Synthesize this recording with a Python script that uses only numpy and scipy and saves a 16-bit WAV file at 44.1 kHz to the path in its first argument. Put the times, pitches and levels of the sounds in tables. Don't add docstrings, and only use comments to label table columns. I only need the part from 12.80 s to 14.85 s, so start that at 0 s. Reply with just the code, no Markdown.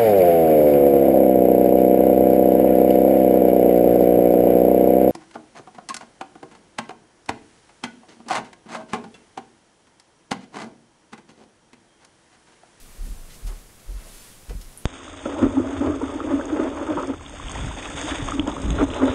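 import sys
import numpy as np
from scipy import signal
from scipy.fft import rfft, irfft
from scipy.io import wavfile
from scipy.ndimage import uniform_filter1d

SR = 44100
rng = np.random.default_rng(int(sys.argv[2]) if len(sys.argv) > 2 else 0)


def store_wav(level_fs):
    pcm = np.round(np.clip(np.atleast_2d(level_fs), -1, 1) * 32767)
    wavfile.write(sys.argv[1], SR, pcm.T.astype(np.int16))


def ratio(d):
    e = np.asarray(d, float) / 20
    return 10 ** e


N = 90404
TIME_S = np.arange(N) / SR


def coloured(x, points):
    point_hz, point_db = np.array(points).T
    hz = np.fft.rfftfreq(N, 1 / SR) + 1
    gain_db = np.interp(np.log(hz), np.log(point_hz), point_db)
    y = irfft(rfft(x) * ratio(gain_db), N)
    return y / y.std()


def walk(rate_hz):
    window = int(SR / rate_hz)
    drift = uniform_filter1d(uniform_filter1d(rng.standard_normal(N), window), window)
    return drift / drift.std()


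def fibres(grain_db):
    grain = np.repeat(rng.exponential(size=N // 8 + 1), 8)[:N]
    x = rng.standard_normal(N) * ratio(grain_db * grain)
    return x / x.std()


def band(x, hz, width_hz):
    b, a = signal.iirpeak(min(hz, .45 * SR), hz / width_hz, fs=SR)
    return signal.lfilter(b, a, signal.lfilter(b, a, x))


def swell(start_s, peak_s):
    u = np.maximum(TIME_S - start_s, 0) / peak_s
    return u ** 2 * np.exp(2 * (1 - u))


def rubs(rows, q, grain_db=1.5):
    out = np.zeros(N)
    for start_s, peak_s, level_db, hz in rows:
        shape = swell(start_s, peak_s)
        burst = shape * band(fibres(grain_db), hz, hz / q)
        out += ratio(level_db) * burst * np.sqrt(np.sum(shape ** 2) / np.sum(burst ** 2))
    return out


# frequency in Hz, density in dB per Hz.
HISS_COLOUR = [(20, 9), (45, -3.5), (90, 1.5), (210, -1.5), (900, -9.5), (4000, -16.5), (10300, -14.5),
               (15800, -21.5)]


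def hiss():
    level_db = -49.5 + .5 * walk(8)
    noise = ratio(level_db) * coloured(rng.standard_normal(N), HISS_COLOUR)
    whine = ratio(-72) * np.sin(2 * np.pi * 10952 * TIME_S)
    return noise + whine


# time in seconds, level in dB.
SWISH_LEVEL = [(0, -52), (.05, -56), (.2, -60), (.26, -51.5), (.45, -58.5), (.6, -55.5), (.65, -54.5),
               (.8, -58), (.92, -80), (1.1, -59.5), (1.25, -52.5), (1.36, -47.5), (1.48, -48.5),
               (1.6, -55.5), (1.7, -58), (1.9, -57.5), (2.05, -64)]
# frequency in Hz, density in dB per Hz.
CLOTH_COLOUR = [(300, -43), (1000, -5.5), (3000, -2.5), (6500, -2), (10000, 0), (13000, -4.5), (15500, -14)]


def clothes():
    time_s, db = np.array(SWISH_LEVEL).T
    level_db = np.interp(TIME_S, time_s, db) + 0.58 * walk(9.1)
    return ratio(level_db) * coloured(fibres(1.35), CLOTH_COLOUR)


# start in seconds, peak in dB, pitch in Hz, time to peak in seconds.
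JOIST_SWINGS = [(.002, -39.5, 24, 0.031), (.09, -44, 25, .03), (0.179, -24, 34.7, 0.043),
                (0.292, -23.5, 36.6, 0.021), (0.321, -34, 26.5, 0.08), (.62, -23, 39.24, 0.053),
                (0.829, -45, 31, 0.026), (1.057, -35, 29.5, 0.024), (1.07, -27, 43.34, 0.035),
                (1.138, -26.5, 44.1, 0.026), (1.184, -39.5, 31.1, 0.062), (1.32, -45.5, 31, 0.042),
                (1.5, -52, 29.5, 0.026), (1.682, -25, 45.2, 0.022), (1.749, -24, 45.4, 0.013),
                (1.771, -33.5, 39.8, .025), (1.83, -35, 28.4, 0.032)]


def joists():
    sag_per_s, overtone_db = 0.79, -18
    out = np.zeros(N)
    for start_s, peak_db, hz, peak_s in JOIST_SWINGS:
        since_s = np.maximum(TIME_S - start_s, 0)
        phase = 2 * np.pi * hz * np.log1p(sag_per_s * since_s) / sag_per_s
        swing = np.sin(phase) - ratio(overtone_db) * np.cos(2 * phase)
        out += ratio(peak_db) * swell(start_s, peak_s) * swing
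    return out


# start in seconds, time to peak in seconds, level in dB rms, centre in Hz.
BOARD_KNOCKS = [(.21, 0.063, -45.5, 105), (.266, 0.0064, -48, 278), (.312, 0.011, -43, 121),
                (.38, 0.01, -54.5, 385), (.42, 0.13, -55, 99), (.63, 0.029, -41.5, 86),
                (.678, 0.031, -49.5, 325), (.65, 0.043, -51, 790), (.755, .016, -51.5, 124),
                (1.08, 0.016, -48.5, 330), (1.16, 0.047, -58.5, 796), (1.085, 0.038, -51.5, 148),
                (1.19, 0.034, -54.5, 120), (1.24, 0.031, -53.5, 580), (1.688, 0.019, -41, 402),
                (1.69, .02, -41.5, 120), (1.735, 0.014, -41, 129), (1.778, .012, -47, 140),
                (1.79, 0.013, -61, 302), (1.86, 0.046, -60, 102), (1.98, 0.0096, -78, 277)]


def knocks():
    return rubs(BOARD_KNOCKS, q=1.02)


# start in seconds, time to peak in seconds, level in dB rms, centre in Hz.
SOCK_SCUFFS = [
    (.485, .02, -52.5, 3000),
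    (.53, 0.012, -51.5, 5600),
    (.662, .01, -46, 6100),
    (.668, 0.016, -53, 1960),
    (.99, .008, -57, 6100),
    (1.13, 0.055, -59.5, 1820),
    (1.69, 0.0062, -45.5, 1830),
    (1.692, 0.0039, -49, 4570),
    (1.81, 0.0049, -46, 5900),
    (.72, 0.035, -62, 1980),
]


def scuffs():
    return rubs(SOCK_SCUFFS, q=0.51)


def tick():
    start_s, peak_db, hz, width_hz = 1.9752, -23, 10200, 3700
    x = np.zeros(N)
    x[int(start_s * SR)] = 1
    x = band(band(x, hz, width_hz), hz, width_hz)
    return ratio(peak_db) * x / abs(x).max()


def room(x):
    t60_s, gap_s, level_db = .12, .002, -1
    t = np.arange(int(.3 * SR)) / SR
    echoes = rng.standard_normal(len(t)) * (rng.random(len(t)) < .05 + 3 * t)
    tail = echoes * ratio(-60 * t / t60_s) * (t > gap_s)
    tail /= np.sqrt(np.sum(tail ** 2))
    return x + ratio(level_db) * signal.fftconvolve(x, tail)[:N]


def scene():
    mono = hiss() + clothes() + joists() + knocks() + room(scuffs() + tick())
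    return np.array([mono, mono])


# centre in Hz, width in Hz, gain in dB.
TREBLE_DIPS = [
    (11820, 250, -9.5),
    (15100, 300, -6),
]


def shape_treble(x):
    f = np.fft.rfftfreq(N, 1 / SR)
    gain_db = sum(db * np.exp(-((f - hz) / width_hz) ** 2) for hz, width_hz, db in TREBLE_DIPS)
    return irfft(rfft(x) * ratio(gain_db) * (f < 15740), N)


# time in seconds, centre in Hz, width in Hz.
STEREO_SLIPS = [(.08, 12100, 2300), (.196, 9000, 1500), (.196, 12400, 2800), (.382, 6900, 1400),
                (.637, 9000, 1500), (.637, 12700, 3600), (.73, 14500, 1500), (.87, 12400, 1500),
                (.87, 14500, 1500), (.893, 15100, 1400), (1.171, 8600, 2300), (1.171, 13100, 1500),
                (1.171, 15100, 1400), (1.404, 6300, 1400), (1.404, 10300, 1600), (1.404, 15100, 1400),
                (1.45, 13100, 1500), (1.45, 15100, 1400), (1.775, 4900, 1700)]


def stereo_slips(left):
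    slip_s, lag_s, fade_s = .023, .05, .004
    f, spectrum = np.fft.rfftfreq(N, 1 / SR), rfft(left)
    right = left.copy()
    for centre_s, hz, width_hz in STEREO_SLIPS:
        part = irfft(spectrum * (abs(f - hz) < width_hz / 2), N)
        gate = np.clip((slip_s / 2 - abs(TIME_S - centre_s)) / fade_s + .5, 0, 1)
        right += gate * (np.roll(part, int(lag_s * SR)) - part)
    return np.array([left, right])


def low_pass(x):
    return signal.sosfilt(signal.butter(12, 15830, fs=SR, output="sos"), x)


def record(dry):
    mix = stereo_slips(shape_treble(dry[0]))
    return low_pass(mix)


dry = scene()
out = record(dry)
store_wav(out)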